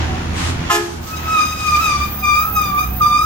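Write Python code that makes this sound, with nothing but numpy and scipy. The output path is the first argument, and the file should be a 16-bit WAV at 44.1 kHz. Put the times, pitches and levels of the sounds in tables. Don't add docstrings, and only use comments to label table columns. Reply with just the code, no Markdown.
import sys
import numpy as np
from scipy import signal
from scipy.fft import rfft, irfft, next_fast_len
from scipy.io import wavfile
from scipy.ndimage import map_coordinates

SR = 44100
rng = np.random.default_rng(int(sys.argv[2]) if len(sys.argv) > 2 else 0)


def inscribe(sig):
    pcm = np.round(np.clip(np.atleast_2d(sig).T, -1, 1) * 32767)
    wavfile.write(sys.argv[1], SR, pcm.astype(np.int16))


N = 143325

# time in seconds, firing rate in Hz.
FIRING_RATE = [(0, 80), (.25, 79.47), (.5, 85), (.68, 84.1), (1.25, 79.74), (1.6, 75.66), (2.0, 72.85),
               (2.5, 65.44), (2.9, 62.36), (3.25, 59.6)]
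# multiple of the firing rate, relative level in dB.
BOOM_ORDERS = [(.5, -28), (1, -1.5), (1.5, -11), (2, -12), (3, -14), (4, -24)]
# time in seconds, relative level in dB.
BOOM_LEVEL = [(0, -16.5), (.1, -18), (.22, -31.5), (.3, -22.5), (.39, -25.5), (.49, -23), (.66, -21.5),
              (.72, -41), (.92, -35), (.98, -27), (1.07, -37), (1.26, -25), (1.4, -40), (1.47, -33.5),
              (1.63, -28.5), (1.75, -24.5), (1.86, -28), (2.0, -21), (2.1, -27), (2.28, -27.5), (2.43, -30),
              (2.53, -23.5), (2.66, -25.5), (2.81, -26.5), (2.89, -21), (3.05, -27), (3.15, -30.5),
              (3.25, -26)]
BODY_LEVEL = [(0, -27), (.22, -27), (.32, -25), (.6, -25.5), (.74, -38), (1.1, -33.5), (1.65, -32.5),
              (2.1, -33), (2.5, -31), (2.9, -31), (3.25, -31.5)]
CLATTER_LEVEL = [(0, -24), (.25, -28), (.5, -29), (.68, -26), (.95, -38.5), (1.3, -31), (1.7, -34),
                 (2.0, -30), (2.2, -36), (2.6, -37), (3.25, -37.5)]
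# frequency in Hz, relative level in dB.
BODY_SPECTRUM = [(20, -32), (32, -11), (48, -1), (70, 0), (125, 0), (240, -5), (350, -11.5), (520, -15.5),
                 (900, -49)]
CLATTER_SPECTRUM = [(210, -8), (350, -0.5), (402, -15), (734, -5.5), (1170, -9), (1260, -9.5), (1640, -9.5),
                    (2680, -11.5), (4680, -19.5), (4900, -19.5), (7100, -22), (8810, -52), (14000, -42)]
TRAFFIC_SPECTRUM = [(22, -14), (55, 0.5), (200, -10.5), (500, -13.5), (800, -8.5), (1500, -11), (4000, -43),
                    (10000, -27.5), (16000, -50)]
# start and release in seconds, pitch in Hz, level in dB.
SQUEAKS = [(0, .09, 10750, -50), (.04, .15, 4600, -45), (.59, .67, 4570, -42)]
FAR_HORN = (.07, .18, 376, -30)
# start and release in seconds, level in dB.
PUFF = (0.332, 0.5, -28)
# frequency in Hz, relative level in dB.
AIR_SPECTRUM = [(400, -7), (1200, 5.5), (1800, 1), (3000, 1), (5000, -4), (8000, -6), (12000, -19.5),
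                (16000, -33)]
# pitch in Hz, relative level in dB.
HORN_NOTES = [(346, -21.5), (419, -24.5)]
# frequency in Hz, gain in dB.
HORN_COLOUR = [(340, -1.5), (700, -5), (850, 0), (1050, -2.5), (1260, 0), (1400, -10), (1720, -2),
               (2100, -12), (2500, -11), (3000, -9), (4200, -21), (5500, -12.5), (7400, -12.5),
               (9000, -25.5), (12000, -18.5), (16000, -37)]
HORN_BARK = [(700, -21), (1000, 9), (1350, 8.5), (1800, -12), (3000, -4), (4200, -8), (5500, -32)]
# frequency in Hz, duration in seconds.
HORN_ATTACK = [(340, .06), (430, .055), (700, .022), (1200, .013), (3000, .013), (7000, .028)]
HORN_T60 = [(340, 0.38), (430, 0.26), (700, 0.087), (1700, 0.28), (3000, 0.095), (12000, 0.12)]
# time in seconds, relative level in dB.
RUB_LEVEL = [(0, -76), (.7, -49), (.82, -37.5), (.95, -41), (1.0, -48), (1.08, -38.5), (1.17, -41),
             (1.23, -50), (1.4, -36), (1.56, -45), (1.6, -34), (1.92, -35), (2.15, -49), (2.35, -43),
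             (2.9, -58), (3.25, -48)]
WHISTLE_LEVEL = [(0.98, -62), (1.04, -45), (1.23, -43.5), (1.42, -49), (1.54, -41), (1.57, -51),
                 (1.85, -32.5), (1.88, -62), (1.98, -47), (2.06, -36.5), (2.35, -42), (2.41, -34.5),
                 (2.91, -34.5), (2.98, -29.5), (3.0, -35.5), (3.16, -48), (3.23, -33), (3.25, -45)]
# frequency in Hz, relative level in dB.
RUB_SPECTRUM = [(1000, -6), (2500, -3), (4000, -2), (6500, -1), (8500, -9), (10200, -15.5), (12000, -9),
                (16000, -43)]
SIZZLE_SPECTRUM = [(9000, -21), (13000, -18), (14400, 1), (15400, -5), (16000, -5)]
WHISTLE_MODES = [(11730, -13.5), (13200, -6), (14420, -0.5), (14750, -8), (15600, -2)]
# time in seconds, pitch in Hz.
SQUEAL_PITCH = [(1.05, 1280), (1.25, 1282), (1.33, 1284), (1.39, 1238), (1.55, 1250), (1.66, 1236),
                (1.73, 1207), (1.79, 1208), (1.812, 1319), (1.84, 1273), (1.9, 1197), (1.98, 1166),
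                (2.05, 1215), (2.11, 1184), (2.21, 1245), (2.255, 1196), (2.33, 1194), (2.405, 1235),
                (2.44, 1298), (2.55, 1278), (2.65, 1201), (2.72, 1177), (2.78, 1178), (2.83, 1265),
                (2.99, 1260), (3.025, 1217), (3.055, 1195), (3.15, 1200), (3.25, 1282)]
# time in seconds, relative levels in dB of fundamental, octave and overtones.
SQUEAL_LEVELS = [(1.04, -39, -56, -59), (1.09, -35, -59, -59), (1.14, -29.5, -36, -70),
                 (1.17, -34, -45, -35), (1.21, -34, -69, -63), (1.24, -31.5, -42, -52),
                 (1.29, -18.5, -39.5, -38.5), (1.4, -15, -19.5, -31), (1.51, -31.5, -50, -35),
                 (1.53, -21.5, -29, -36.5), (1.57, -34, -43, -40.5), (1.69, -16, -23, -32),
                 (1.72, -18, -60, -38), (1.75, -16.5, -18.5, -28), (1.79, -20, -38.5, -40),
                 (1.85, -18, -23, -28.5), (2.0, -19, -36, -36), (2.04, -23, -25, -32),
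                 (2.13, -44, -95, -70), (2.17, -38.5, -41, -61), (2.21, -36, -93, -37),
                 (2.22, -37.5, -40, -61), (2.24, -16.5, -21.5, -32), (2.39, -15, -26, -32),
                 (2.42, -18.5, -47, -35.5), (2.52, -38.5, -49, -71), (2.57, -15, -28.5, -33.5),
                 (2.65, -24.5, -32.5, -32.5), (2.76, -17, -44, -49), (2.79, -14, -22.5, -33.5),
                 (2.84, -29.5, -55, -39.5), (2.9, -43, -47, -61), (2.98, -82, -56, -57),
                 (3.01, -11.5, -58, -59), (3.02, -10.5, -30.5, -32), (3.1, -18.5, -42, -35.5),
                 (3.16, -14, -21.5, -31.5), (3.25, -18.5, -60, -33.5)]
# harmonic number, relative level in dB.
SQUEAL_OVERTONES = [(3, -5), (4, -4.5), (5, -5.5), (6, -13.5), (7, -16), (8, -19.5), (9, -18)]
# time in seconds, pitch in Hz, level in dB.
WHINE = [(1.9, 807, -66), (2.22, 762, -38.5), (2.45, 780, -48.5), (2.56, 803, -35), (2.66, 788, -40),
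         (2.76, 742.5, -37.5), (3.05, 741.5, -37), (3.25, 744, -49)]
# frequency in Hz, correlation from -1 to 1.
COHERENCE = [(60, 1), (125, 0.93), (250, 0.82), (600, -0.14), (1500, 0.039), (4000, -0.24), (10000, -0.039)]
# frequency in Hz, 60 dB decay time in seconds.
STREET_T60 = [(200, 1), (1200, 0.49), (4000, 0.3), (14000, 0.31)]
# delay in seconds, gain in dB.
WALL_ECHOES = [(.021, -8), (.047, -7), (.083, -21)]

TOP_HZ = 15850


def amp(db):
    return 10 ** (np.asarray(db) / 20)


def unit(x):
    return x / np.sqrt(np.mean(x ** 2) + 1e-20)


def clock():
    return np.arange(N) / SR


def along(points, hz):
    f, v = np.transpose(points)
    return np.interp(np.log(hz + 1), np.log(f + 1), v)


def curves(rows):
    times, *columns = np.transpose(rows)
    return [np.interp(clock(), times, column) for column in columns]


def wobble(rate):
    return map_coordinates(rng.standard_normal(4096), [clock() * rate], mode="mirror")


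def turning(hz):
    return 2 * np.pi * (np.cumsum(hz) / SR + rng.random())


def ramp(on, attack):
    return np.clip((clock() - on) / attack, 0, 1)


def gate(on, off, attack, t60):
    return ramp(on, attack) * amp(-60 * np.maximum(clock() - off, 0) / t60)


def filtered(x, response):
    size = next_fast_len(N + SR // 4)
    return irfft(rfft(x, size) * response(np.fft.rfftfreq(size, 1 / SR)), size)[..., :N]


def rush(spectrum):
    def response(hz):
        angle = np.arccos(np.clip(along(COHERENCE, hz), -1, 1)) / 2
        return amp(along(spectrum, hz)) * [np.cos(angle), np.sin(angle)]
    mid, side = filtered(rng.standard_normal((2, N)), response)
    return np.array([mid + side, mid - side]) / np.std(mid)


def tone(phase, spread=0):
    return np.sqrt(2) * np.array([np.sin(phase + spread / 2), np.sin(phase - spread / 2)])


def raspy(phase, rough, rate):
    skirt = np.array([wobble(rate) * np.sin(phase) + wobble(rate) * np.cos(phase) for _ in "LR"])
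    flutter = amp([1.5 * wobble(22) for _ in "LR"])
    return (flutter * tone(phase, spread=1.23) + rough * skirt) / np.sqrt(1 + rough ** 2)


def street(x, wet_db):
    hz, t, noise = signal.stft(rng.standard_normal((2, SR // 2)), SR, nperseg=256)
    decay = amp(-60 * t / along(STREET_T60, hz)[:, None])
    tail = signal.istft(noise * decay, SR, nperseg=256)[1]
    tail = np.pad(tail / np.linalg.norm(tail[0]), ((0, 0), (300, 0)))
    return x + amp(wet_db) * signal.fftconvolve(x, tail, axes=1)[:, :N]


def engine():
    phase = turning(curves(FIRING_RATE)[0] * (1 + 0.01195 * wobble(14)))
    boom = sum(amp(db + 2.6 * wobble(13)) * tone(k * phase + 2 * np.pi * rng.random(), spread=0.28)
               for k, db in BOOM_ORDERS)
    boom *= amp(curves(BOOM_LEVEL)[0] - 2)
    body = unit(rush(BODY_SPECTRUM) * (1 + .5 * np.cos(phase)))
    body *= amp(curves(BODY_LEVEL)[0])
    knocks = np.maximum(1 + 0.17 * np.cos(phase) * amp(3 * wobble(76)), 0)
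    clatter = unit(rush(CLATTER_SPECTRUM) * knocks)
    clatter *= amp(curves(CLATTER_LEVEL)[0] + 1.4 * wobble(10))
    return pan(boom + body, left_db=-2) + clatter


def pan(x, left_db):
    return x * amp([[left_db / 2], [-left_db / 2]])


def traffic():
    return amp(-38 + wobble(4.22)) * rush(TRAFFIC_SPECTRUM)


def chassis_squeaks():
    return sum(amp(db) * gate(on, off, attack=.02, t60=.1) * raspy(turning(hz), rough=1.2, rate=130)
               for on, off, hz, db in SQUEAKS)


def far_horn():
    on, off, hz, db = FAR_HORN
    phase = turning(hz * (1 + 0.0048 * wobble(60)))
    octave = raspy(2 * phase, rough=0.52, rate=74)
    odd = amp(-9) * (tone(phase) + tone(3 * phase, spread=1.5))
    return street(amp(db) * gate(on, off, attack=.04, t60=.25) * (octave + odd), wet_db=-20)


def air_puff():
    on, off, db = PUFF
    return amp(db) * gate(on, off, attack=0.059, t60=.22) * rush(AIR_SPECTRUM)


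def horn():
    on, off, hum_s = .694, .762, .044
    age = np.maximum(clock() - on, 0)
    settling = np.exp(-age / 0.01963)
    bark = np.exp(-(age / 0.027) ** 2)
    buzz = np.zeros((2, N))
    for hz, db in HORN_NOTES:
        jitter = (0.004 + .03 * settling) * wobble(450)
        phase = turning(hz * (1 + 0.016 * settling + jitter))
        for k in range(1, int(TOP_HZ / hz)):
            shape = gate(on, off + hum_s * (k == 1), along(HORN_ATTACK, k * hz), along(HORN_T60, k * hz))
            overshoot = 1 + amp(along(HORN_BARK, k * hz)) * bark
            partial = tone(k * phase + 2 * np.pi * rng.random(), spread=min(k * 0.41, 1.6))
            buzz += amp(db + along(HORN_COLOUR, k * hz)) * shape * overshoot * partial
    rasp = amp(-27.5) * gate(on, off, attack=.014, t60=0.3) * rush(AIR_SPECTRUM)
    return street(buzz + rasp, wet_db=-9)


def lining_rub():
    return amp(curves(RUB_LEVEL)[0] + 1.6 * wobble(70)) * rush(RUB_SPECTRUM)


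def lining_whistle():
    level = amp(curves(WHISTLE_LEVEL)[0]) * ramp(WHISTLE_LEVEL[0][0], attack=0.035)
    locked = ramp(on=2.03, attack=.04)
    wander = .022 * (1 - locked) + .006 * locked
    modes = np.zeros((2, N))
    for hz, db in WHISTLE_MODES:
        flare_db = 5 * (wobble(12) - .5)
        phase = turning(hz * (1 + wander * wobble(18)))
        modes += amp(db + flare_db) * raspy(phase, rough=1.0, rate=190)
    sizzle = amp(-1.5 - 4.94 * locked) * rush(SIZZLE_SPECTRUM)
    whistle = level * (amp(-4 + 4.5 * locked) * modes + sizzle)
    return pan(street(whistle, wet_db=0), left_db=-2.5)


def drum_squeal():
    chatter = 0.29
    first_db, octave_db, high_db = curves(SQUEAL_LEVELS)
    phase = turning(curves(SQUEAL_PITCH)[0] * (1 + 0.00488 * wobble(260) + 0.00242 * wobble(40)))
    first = amp(first_db + 0.5) * raspy(phase, rough=chatter, rate=130)
    octave = amp(octave_db + 2) * raspy(2 * phase, rough=2 * chatter, rate=100)
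    overtones = sum(raspy(k * phase, rough=1.02 * k * chatter, rate=60 * k) * amp(db + 2 * wobble(30.03))
                    for k, db in SQUEAL_OVERTONES)
    onset = ramp(SQUEAL_LEVELS[0][0], attack=0.037)
    low = onset * (first + pan(octave, left_db=4.5))
    high = onset * amp(high_db + 2.5) * overtones
    return street(wall_echoes(low), wet_db=-13) + street(high, wet_db=-4)


def wall_echoes(x):
    t = clock()
    def echo(side, delay):
        return np.interp(t - delay * (1 + 0.01137 * wobble(3)), t, side, left=0)
    return x + np.array([sum(amp(db) * echo(side, delay) for delay, db in WALL_ECHOES) for side in x])


def gear_whine():
    hz, db = curves(WHINE)
    return amp(db) * raspy(turning(hz), rough=0.87, rate=60)


def scene():
    approach = engine() + traffic() + chassis_squeaks() + far_horn() + air_puff() + horn()
    return approach + lining_rub() + lining_whistle() + drum_squeal() + gear_whine()


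def record(dry):
    ceiling = .97
    rounded = dry / (1 + np.abs(dry / ceiling) ** 8) ** (1 / 8)
    return filtered(rounded, lambda hz: hz < TOP_HZ)


dry = scene()
out = record(dry)
inscribe(out)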